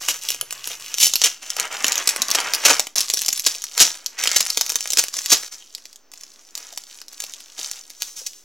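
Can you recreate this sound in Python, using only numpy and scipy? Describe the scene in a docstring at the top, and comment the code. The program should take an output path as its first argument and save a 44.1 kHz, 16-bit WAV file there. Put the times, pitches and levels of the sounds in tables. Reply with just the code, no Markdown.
"""Close up in a small room, hands unwrap a large hollow ball in thin foil, over faint air noise and an early hum.
First a paper tag is torn off, then a pleated paper cup is peeled away, a bow is pulled loose, its ribbon follows,
and the ball is turned in the fingers. Grips swell fine crackle (random ticks on ringing facets) and paper rubbing;
creases snap as noisy clicks, glue rips as click avalanches that shake the resonant shell; bumps and low thumps are
short resonant noise bursts. Scattered echoes answer from close by and from the walls."""
import sys
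import numpy as np
from scipy import signal
from scipy.fft import rfft, irfft, next_fast_len
from scipy.io import wavfile
from scipy.ndimage import uniform_filter1d, minimum_filter1d

SR = 44100
rng = np.random.default_rng(int(sys.argv[2]) if len(sys.argv) > 2 else 0)


def output_pcm(signal):
    """Save a mono or channel-first signal as 16-bit PCM at the path in sys.argv[1].

    Samples are clipped to [-1, 1] before scaling.
    """
    pcm = np.clip(np.atleast_2d(signal).T, -1, 1) * 32767
    wavfile.write(sys.argv[1], SR, np.round(pcm).astype(np.int16))


N = 372204
TIME = np.arange(N) / SR


def from_db(db):
    """Decibels to amplitude gain."""
    return 10 ** (np.asarray(db) / 20)


def rms_one(x):
    """Scale to unit power."""
    return x / np.sqrt(np.mean(x ** 2) + 1e-20)


def convolve(x, response):
    """Pass a sound through an impulse response, keeping its length."""
    return signal.fftconvolve(x, response)[:len(x)]


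def colour(x, spectrum, size=4096):
    """Causal (minimum-phase) filter with the given spectrum."""
    hz, db = np.transpose(spectrum)
    grid_hz = np.maximum(np.arange(size // 2 + 1) * SR / size, 1)
    level_db = np.interp(np.log(grid_hz), np.log(hz), db)
    # folding the cepstrum onto positive time makes the filter minimum-phase
    cepstrum = irfft(np.log(from_db(level_db)))
    cepstrum[1:size // 2] *= 2
    cepstrum[size // 2 + 1:] = 0
    return convolve(x, irfft(np.exp(rfft(cepstrum))))


def resonance(x, hz, width_hz):
    """Two-pole resonance with a gain of about 1 at its peak."""
    radius = np.exp(-np.pi * width_hz / SR)
    zeros = np.array([1, 0, -1]) * (1 - radius ** 2) / 2
    poles = [1, -2 * radius * np.cos(2 * np.pi * hz / SR), radius ** 2]
    return signal.lfilter(zeros, poles, x + 1e-18)


def drift(knots_per_s):
    """Slow random wander with an RMS of 1."""
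    knots = rng.standard_normal(int(knots_per_s * N / SR) + 2)
    return rms_one(np.interp(TIME * knots_per_s, np.arange(len(knots)), knots))


def grains(per_s, spread_db, size=N):
    """Random clicks: many small ones, a few large."""
    sizes = from_db(spread_db * np.minimum(rng.exponential(1, size), 3.4))
    signs = rng.choice([-1, 1], size)
    return sizes * signs * (rng.random(size) < per_s / SR)


def add(track, s, sound):
    """Mix a sound into a track at a time in seconds."""
    start = max(int(s * SR), 0)
    track[start:start + len(sound)] += sound[:N - start]


# spectrum of the steady air noise: pitch_hz [Hz], level_db [dB, relative]
AIR_COLOUR = [(30, 2.5), (120, -17), (260, 6.5), (600, 2.5), (1500, -1), (4000, -7.5), (6000, 2),
              (9000, -30), (15500, -11)]


def air(level_db=-60.5):
    """Steady coloured noise lies under everything."""
    return from_db(level_db) * rms_one(colour(rng.standard_normal(N), AIR_COLOUR))


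def low_hum(hum_hz=127, width_hz=30, hum_db=-67, swells_per_s=7.3, until_s=1.5):
    """Narrow low noise wavers faintly under the first moments, fading over the last half second."""
    hum = resonance(rng.standard_normal(N), hum_hz, width_hz)
    hum = resonance(hum, hum_hz, width_hz * 2)
    swell = from_db(2 * drift(swells_per_s))
    fade = np.clip((until_s - TIME) * 2, 0, 1)
    return from_db(hum_db) * swell * rms_one(hum) * fade


# The fingers take hold and squeeze: the tag from 0 s, the cup from 1.57 s, the bow from 2.95 s,
# the ribbon from 4.177 s, turning the ball from 5.58 s:
# start_s [s], length_s [s], foil_db [dB, crackle], paper_db [dB, rubbing]
GRIPS_ON_WRAPPING = [(0.0, .15, -35, -42), (0.21, 0.12, -36, -47), (0.38, 0.13, -52, -52),
                     (0.504, 0.1, -44, -49), (0.629, 0.1, -35.5, -43), (0.79, 0.36, -40.5, -48),
                     (1.14, 0.081, -36, -60), (1.411, 0.25, -40, -45.5), (1.57, 0.06, -35, -29),
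                     (1.701, .13, -35, -32), (1.83, 0.19, -32.5, -30.5), (2.044, 0.44, -37.5, -34.5),
                     (2.315, 0.29, -35.5, -33), (2.666, 0.035, -17, -19.5), (2.95, 0.04, -23, -33),
                     (3.071, 0.31, -32, -47.5), (3.46, 0.099, -33.5, -44.5), (3.62, 0.13, -41.5, -56.5),
                     (3.93, 0.38, -50, -51.5), (4.177, 0.28, -29, -39), (4.454, 0.45, -35, -46),
                     (5.123, 0.11, -33, -47.5), (5.4, 0.087, -39.5, -49), (5.504, 0.03, -37, -49),
                     (5.58, 0.35, -52.5, -67), (6.124, 0.54, -51.5, -62.5), (6.539, .14, -43.5, -48),
                     (6.706, 0.11, -46, -60), (6.86, 0.13, -45.5, -56.5), (7.092, 0.47, -46, -58),
                     (7.187, 0.11, -42, -54.5), (7.569, 0.094, -32, -46), (7.698, 0.1, -41, -53.5),
                     (7.858, 0.29, -50, -62), (7.996, 0.087, -38.5, -54.5), (8.156, 0.037, -35.5, -53),
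                     (8.29, 0.1, -50, -73)]
# a grip closes quickly, eases off while it lasts and lets go
GRIP_ATTACK_S, GRIP_SAG_DB_PER_S, GRIP_RELEASE_DB_PER_S = 0.013, 6.5, 206
# crackle and rubbing build towards each rip and settle after it; the longer the rip, the more it stirs
STRAIN_DB_PER_S, SETTLE_DB_PER_S = 435, 199
STIR_FOIL_DB, STIR_PAPER_DB, STIR_LENGTH_S = -14, -10.5, 0.025


def effort():
    """Hand force as gains of foil crackle and paper rubbing: the grips, plus the strain around every rip."""
    power = np.zeros((2, N))
    for start_s, length_s, foil_db, paper_db in GRIPS_ON_WRAPPING:
        t = TIME - start_s
        sag_db = -GRIP_SAG_DB_PER_S * np.clip(t, 0, length_s)
        release_db = -GRIP_RELEASE_DB_PER_S * np.clip(t - length_s, 0, 1)
        grip = np.clip(t / GRIP_ATTACK_S, 0, 1) * from_db(sag_db + release_db)
        power += np.outer(from_db([foil_db, paper_db]), grip) ** 2
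    for start_s, length_s, crack_db, shell_db in GLUE_RIPS:
        build_db = -STRAIN_DB_PER_S * np.clip(start_s - TIME, 0, 1)
        settle_db = -SETTLE_DB_PER_S * np.clip(TIME - start_s - length_s, 0, 1)
        stir = from_db([crack_db + STIR_FOIL_DB, shell_db + STIR_PAPER_DB])
        power += length_s / STIR_LENGTH_S * np.outer(stir, from_db(build_db + settle_db)) ** 2
    return np.sqrt(power)


# bright spectrum of thin foil: pitch_hz [Hz], level_db [dB, relative]
FOIL_COLOUR = [(60, -30.5), (400, -20), (1300, -20), (2600, -6.5), (4300, -0.5), (5800, 4.5), (7200, 1),
               (8700, -8), (11500, -8), (15500, -17.5)]
# spectrum of skin sliding on foil: pitch_hz [Hz], level_db [dB, relative]
HISS_COLOUR = [(60, -21), (400, -23), (1500, -18.5), (3000, -5), (4500, -0.5), (6000, 8), (8700, -4.5),
               (11500, -8), (15500, -11.5)]
# how much the fingers slide rather than press: time_s [s], level_db [dB, hiss against ticks]
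FINGER_SLIDING = [(0.0, 0), (2.9, -4), (3.0, -8), (5.4, -2), (7.9, -4.5), (8.1, 13)]


def crackle(per_s=260, spread_db=5.0, facet_width_hz=1500, broad=0.3, even_s=0.025, count=12):
    """Small wrinkles tick, each on a facet of its own pitch, over the fine hiss of skin sliding on foil."""
    clicks = grains(per_s * from_db(4.6 * drift(30)), spread_db)
    facet = rng.integers(0, count, N)
    rings = np.zeros(N)
    for k, hz in enumerate(np.geomspace(2400, 10000, count)):
        rings += resonance(clicks * (facet == k), hz, facet_width_hz)
    ticks = colour(rings + broad * clicks, FOIL_COLOUR)
    # a steady push releases about the same energy in every short stretch
    local_power = np.abs(uniform_filter1d(ticks ** 2, int(even_s * SR)))
    ticks /= np.sqrt(local_power + 0.023 * np.mean(ticks ** 2))
    hiss = rms_one(colour(grains(6000, 1.5), HISS_COLOUR))
    sliding = from_db(np.interp(TIME, *np.transpose(FINGER_SLIDING)))
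    return (ticks + sliding * hiss) / np.hypot(1, sliding)


# modes of the hollow ball: pitch_hz [Hz], width_hz [Hz], level_db [dB against the sound that shakes it]
SHELL_MODES = [(280, 45, -6), (470, 42, -6), (639, 34, -7), (1200, 46, -4.5), (1640, 180, -25)]


def shell(x, tuning=1):
    """The hollow ball rings along with what shakes it."""
    ringing = sum(from_db(db) * resonance(x, hz * tuning, width_hz) for hz, width_hz, db in SHELL_MODES)
    return x + ringing


# spectrum of paper and fingers scraping: pitch_hz [Hz], level_db [dB, relative]
PAPER_COLOUR = [(30, -33), (170, -22.5), (290, -13), (420, -9), (650, -4), (900, -2.5), (1250, -1),
                (2100, 0.5), (3200, -2), (6000, -33.5)]


def rubbing(per_s=3000, spread_db=4.5, uneven_db=2.06, wander=0.045):
    """Paper and fingers scrape over the ridges of the ball; its pitch wanders as the hold shifts."""
    slips = grains(per_s, spread_db) * from_db(uneven_db * drift(70))
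    scrape = shell(colour(slips, PAPER_COLOUR))
    # reading at a varying speed bends the pitch
    position = np.cumsum(1 + wander * drift(10)) % N
    return rms_one(np.interp(position, np.arange(N), scrape))


# tag, ribbon and foil ring while pulled taut:
# start_s [s], end_s [s], pitch_hz [Hz], width_hz [Hz], level_db [dB against the handling sound]
TAUT_SHEETS = [(0.0, 1.07, 13000, 4930, -2), (0.03, 1.532, 2850, 480, 3), (2.95, 3.426, 10900, 3960, -2.5),
               (4.16, 4.363, 2030, 696, 5.5), (5.603, 5.742, 3070, 453, 6)]


def taut(x):
    """A stretched sheet picks up the handling sounds and rings with them."""
    ringing = np.zeros(N)
    for start_s, end_s, pitch_hz, width_hz, level_db in TAUT_SHEETS:
        pulled = x * ((TIME > start_s) & (TIME < end_s))
        ringing += from_db(level_db) * resonance(pulled, pitch_hz, width_hz)
    return ringing


# single creases snapping: start_s [s], crack_db [dB, before trim], body_db [dB, dull tug before trim]
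CREASE_SNAPS = [(0.0845, -4, -22), (0.2872, -5.5, -38), (0.3029, -7, -27), (0.3173, -13, -42),
                (0.3445, -17.5, -33), (0.411, -9.5, -27), (0.507, -17, -34), (0.5249, -15, -33),
                (0.673, -12.5, -31), (0.9409, -7.5, -35), (0.9829, -6.5, -46), (1.067, 1.5, -35),
                (1.1357, -0.5, -33), (1.1554, 2, -51), (1.2157, 2, -21), (1.2577, 0.5, -28),
                (1.5022, -6.5, -36), (1.5654, -10, -25.5), (1.5976, -1.5, -22), (1.843, 0.5, -10.5),
                (1.8656, -6.5, -36), (1.8805, -2, -40), (1.92, 0, -36), (1.955, -5.5, -32.5),
                (1.9783, -2.5, -41), (2.0732, 6, -25), (2.0897, 3.5, -22), (2.107, -13, -31),
                (2.161, -8.5, -23.5), (2.2182, 2.5, -25), (2.2827, -8.5, -37), (2.3026, -6.5, -32),
                (2.3124, 2, -28), (2.385, -13, -16), (2.402, -7.5, -25), (2.5353, 1, -25.5),
                (2.5474, -3, -31), (2.7945, 3, -15), (2.8686, -16, -27.5), (2.9597, -7, -28),
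                (2.9813, 0, -33), (3.005, -3, -39), (3.0136, -10.5, -46), (3.0996, -4, -20),
                (3.1365, 0, -27), (3.1714, -6.5, -35), (3.1911, -9, -47), (3.2169, -7.5, -40),
                (3.261, -8, -34), (3.2823, -4, -35), (3.287, -1, -31), (3.3281, -4, -45),
                (3.3757, -14, -48), (3.3952, -8, -48), (3.4406, -16, -52), (3.475, -9, -34),
                (3.5535, -16, -44), (3.619, -15, -54), (3.6391, -9, -33), (3.7767, -2, -23),
                (3.9521, -23, -40), (4.0612, -5, -47), (4.2374, -4, -28), (4.255, -16, -25),
                (4.2597, -11.5, -36), (4.2727, 2, -22.5), (4.3144, -4.5, -28), (4.4633, -11, -27.5),
                (4.5017, -1.5, -37), (4.572, 2, -21.5), (4.6102, 2, -22), (4.6628, -11, -31),
                (4.6934, -8, -38), (4.7, -4, -32), (4.719, -11, -30), (4.7557, 0.5, -21.5),
                (4.8063, -8.5, -38), (4.8258, -15, -49), (4.856, -17, -27), (4.8738, -11.5, -41),
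                (4.903, -4.5, -43), (4.92, -8.5, -46), (4.9328, -2.5, -29.5), (4.971, 2.5, -23),
                (5.0381, -8, -24.5), (5.0828, -13, -38), (5.139, -10, -34), (5.1669, -10.5, -40),
                (5.1876, -7.5, -56), (5.259, -6.5, -28.5), (5.432, -18.5, -32), (5.7488, -13, -61.5),
                (5.7803, -29, -43.5), (5.8542, -21.5, -46), (5.9284, -27.5, -64), (5.9582, -26, -59),
                (6.116, -27.5, -50), (6.136, -24, -44), (6.1744, -27.5, -60), (6.2093, -25, -65),
                (6.2341, -20, -48), (6.552, -12, -50), (6.5758, -15, -40), (6.726, -24, -52),
                (6.7744, -11.5, -33), (6.8369, -25, -53), (7.015, -20.5, -40), (7.0813, -22, -49),
                (7.129, -26, -47), (7.2017, -11, -34), (7.2202, -19, -46), (7.2384, -15, -35),
                (7.3362, -17, -49), (7.4038, -25.5, -42), (7.713, -11.5, -47), (7.9014, -21, -52),
                (8.0202, -5.5, -37), (8.3325, -28, -60)]
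# dull spectrum of a tug at the shell: pitch_hz [Hz], level_db [dB, relative]
BODY_COLOUR = [(30, -49.5), (170, -19.5), (290, -4), (600, 1), (900, 0), (1900, 4), (3000, 6), (6000, -38)]
CLICK_DELAY_S = .001   # each click sounds this long after its listed time


def snaps(facet_hz=4400, octaves_per_db=0.07, facet_width_hz=1200, overtone=1.31,
          buckle_s=0.00088, buckle_spread=0.62, rough=0.55, after_s=0.006, after_db=-9,
          body_s=0.0011, crack_trim_db=-11.5, body_trim_db=-1.0, size=2048, count=160):
    """A crease flips with a sharp click, a short stutter and a weaker second click, and tugs at the shell.
    Its facet rings in two modes: the smaller the facet, the lighter the tug and the higher the pitch."""
    out, t = np.zeros(N), TIME[:size]
    click = t == 0
    for start_s, crack_db, body_db in CREASE_SNAPS:
        stutter, tug = rng.standard_normal((2, size))
        slowness, lateness, shape, hold = rng.uniform(-1, 1, 4)
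        decay_s = buckle_s * np.exp(buckle_spread * slowness)
        flip = click + rough * stutter * np.exp(-t / decay_s)
        second_delay_s = after_s * (1 + lateness / 2)
        flip += from_db(after_db) * np.roll(flip, int(second_delay_s * SR))
        hz = facet_hz * 2 ** (octaves_per_db * (crack_db - body_db) + shape / 10)
        facet = resonance(flip, hz, facet_width_hz)
        facet += .5 * resonance(flip, overtone * hz, facet_width_hz)
        bright = colour(flip + facet, FOIL_COLOUR)
        pull = click + rough * tug * np.exp(-t / body_s)
        dull = shell(colour(pull, BODY_COLOUR), 1 + hold / 20)
        # levels hold for the first few milliseconds
        add(out, start_s + CLICK_DELAY_S, from_db(crack_db + crack_trim_db) * bright / np.std(bright[:count]))
        add(out, start_s + CLICK_DELAY_S, from_db(body_db + body_trim_db) * dull / np.std(dull[:count]))
    return out


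# rips, where many creases or glue threads give way at once:
# start_s [s], length_s [s], crack_db [dB, before trim], shell_db [dB, before trim]
GLUE_RIPS = [(0.086, 0.025, -20, -32), (1.001, 0.058, -14.5, -47), (1.028, 0.0058, -8, -28),
             (1.238, 0.0077, -7, -25.5), (1.247, 0.027, -19.5, -27), (2.348, 0.0067, -11.5, -17),
             (2.651, 0.013, -5, -12.5), (2.7, .011, -12.5, -12), (3.464, 0.0046, -4.5, -22),
             (3.801, 0.025, -2, -15.5), (4.3613, 0.0046, -5, -22), (4.405, 0.003, -9, -23),
             (4.984, .011, -8, -23), (5.301, 0.0052, -13.5, -33.5), (5.318, 0.014, -3.5, -17),
             (8.264, 0.0044, -20.5, -66)]


def rips(per_s=7000, spread_db=2.5, release_s=0.0051, crack_trim_db=-2.5, shell_trim_db=-2.0, size=8192):
    """An avalanche of tiny breaks starts at once, runs its length and dies."""
    out, t = np.zeros(N), TIME[:size]
    for start_s, length_s, crack_db, shell_db in GLUE_RIPS:
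        strain = np.exp(-np.maximum(t - length_s, 0) / release_s)
        held = max(int(length_s * SR), 20)
        bright = colour(strain * grains(per_s, spread_db, size), FOIL_COLOUR)
        dull = shell(colour(strain * grains(per_s, spread_db, size), BODY_COLOUR))
        add(out, start_s, from_db(crack_db + crack_trim_db) * bright / np.std(bright[:held]))
        add(out, start_s, from_db(shell_db + shell_trim_db) * dull / np.std(dull[:held]))
    return out


# bumps on the hollow ball, and low thumps under the two loudest rips (90 Hz at 3.812 s, 70 Hz at 5.326 s):
# start_s [s], level_db [dB peak, before trim], pitch_hz [Hz]
BUMPS_AND_THUMPS = [(0.428, -34, 470), (0.709, -32, 570), (2.196, -36, 195), (3.812, -23, 90),
                    (5.17, -36.5, 616), (5.324, -19, 275), (5.326, -29, 70), (6.727, -38.5, 674),
                    (7.589, -35, 398), (8.217, -40, 530)]


def bumps_and_thumps(swell_s=0.00502, width_hz=230, skirt_hz=380, trim_db=-2.5, size=6000):
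    """A soft, scuffing burst of noise passes two broad resonances at one low pitch and dies quickly."""
    out, t = np.zeros(N), TIME[:size]
    for start_s, level_db, pitch_hz in BUMPS_AND_THUMPS:
        scuff = rng.standard_normal(size) * t * np.exp(-t / swell_s)
        ring = resonance(scuff, pitch_hz, width_hz)
        ring = resonance(ring, pitch_hz, skirt_hz)
        add(out, start_s - swell_s, from_db(level_db + trim_db) * ring / np.abs(ring).max())
    return out


def room(x, near_t60_s=0.032, near_db=-9.0, far_t60_s=0.21, far_db=-14.0, build_s=0.0066, size=22050):
    """Scatter from nearby things dies quickly, the walls answer a little longer."""
    t = TIME[:size]
    near, far = rng.standard_normal((2, size))
    near = rms_one(near * from_db(-60 * t / near_t60_s) * (t > .0012))
    far = rms_one(far * from_db(-60 * t / far_t60_s) * (1 - np.exp(-t / build_s)))
    response = from_db(near_db) * near + from_db(far_db) * far
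    return convolve(x, response / np.sqrt(size))


def moving_room(x, knots_per_s=7, swing_rad=1.48):
    """The hands keep moving, so the pattern of scatter keeps changing."""
    angle = swing_rad * drift(knots_per_s)
    return np.cos(angle) * room(x) + np.sin(angle) * room(x)


def delayed(x, s):
    """Delay by any fraction of a sample, as a phase slope."""
    size = next_fast_len(N + SR // 10)
    hz = np.arange(size // 2 + 1) * SR / size
    return irfft(rfft(x, size) * np.exp(-2j * np.pi * hz * s), size)[:N]


# echoes from hands and table top: delay_s [s], level_db [dB against the direct sound]
NEAR_ECHOES = [(.0043, -22.5), (.0052, -33.5)]


def echoes(x):
    """Hands and table top return single weak copies."""
    return sum(from_db(level_db) * delayed(x, delay_s) for delay_s, level_db in NEAR_ECHOES)


def ports(mid, scattered, lag_s=1.0e-5, side_hz=3300, scattered_db=-7.0, wander=1.0):
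    """Two close microphone ports differ mainly in the treble: a tiny lag, wandering in strength, and scatter."""
    side = (mid - delayed(mid, lag_s)) / 2 * (1 + wander * drift(40))
    side += from_db(scattered_db) * np.gradient(scattered)
    highpass = signal.butter(2, min(side_hz, SR / 3), "high", fs=SR, output="sos")
    side = signal.sosfiltfilt(highpass, side)
    centre = delayed(mid, lag_s / 2)
    return np.array([centre + side, centre - side])


def scene(crackle_db=1.5, rubbing_db=0.0):
    """All handling sounds in the room, over air noise and the early hum."""
    foil, paper = effort()
    direct = snaps() + rips()
    direct += from_db(crackle_db) * foil * crackle()
    direct += from_db(rubbing_db) * paper * rubbing()
    direct += taut(direct) + bumps_and_thumps()
    mid = direct + moving_room(direct) + echoes(direct)
    mid += air() + low_hum()
    return ports(mid, room(direct))


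# the level dips briefly: start_s [s], length_s [s], level_db [dB, before the edges are smoothed]
LEVEL_DIPS = [(2.948, 0.0081, -31), (5.485, 0.032, -11)]


def record(dry, size=44, ceiling=.94, cutoff_hz=16000, offset=.0015):
    """The level dips briefly twice, a fast limiter holds both channels, the top is cut; a DC offset is added."""
    dip_db = np.zeros(N)
    for start_s, length_s, level_db in LEVEL_DIPS:
        dip_db += level_db * ((TIME > start_s) & (TIME < start_s + length_s))
    x = dry * from_db(uniform_filter1d(dip_db, size))
    peak = np.abs(x).max(axis=0)
    gain = (1 + (peak / ceiling) ** 6) ** (-1 / 6)
    # the gain follows the peaks within a fraction of a millisecond
    gain = uniform_filter1d(minimum_filter1d(gain, size // 4), size // 4)
    lowpass = signal.ellip(10, .1, 80, cutoff_hz, fs=SR, output="sos")
    return signal.sosfilt(lowpass, gain * x) + offset


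dry = scene()
out = record(dry)
output_pcm(out)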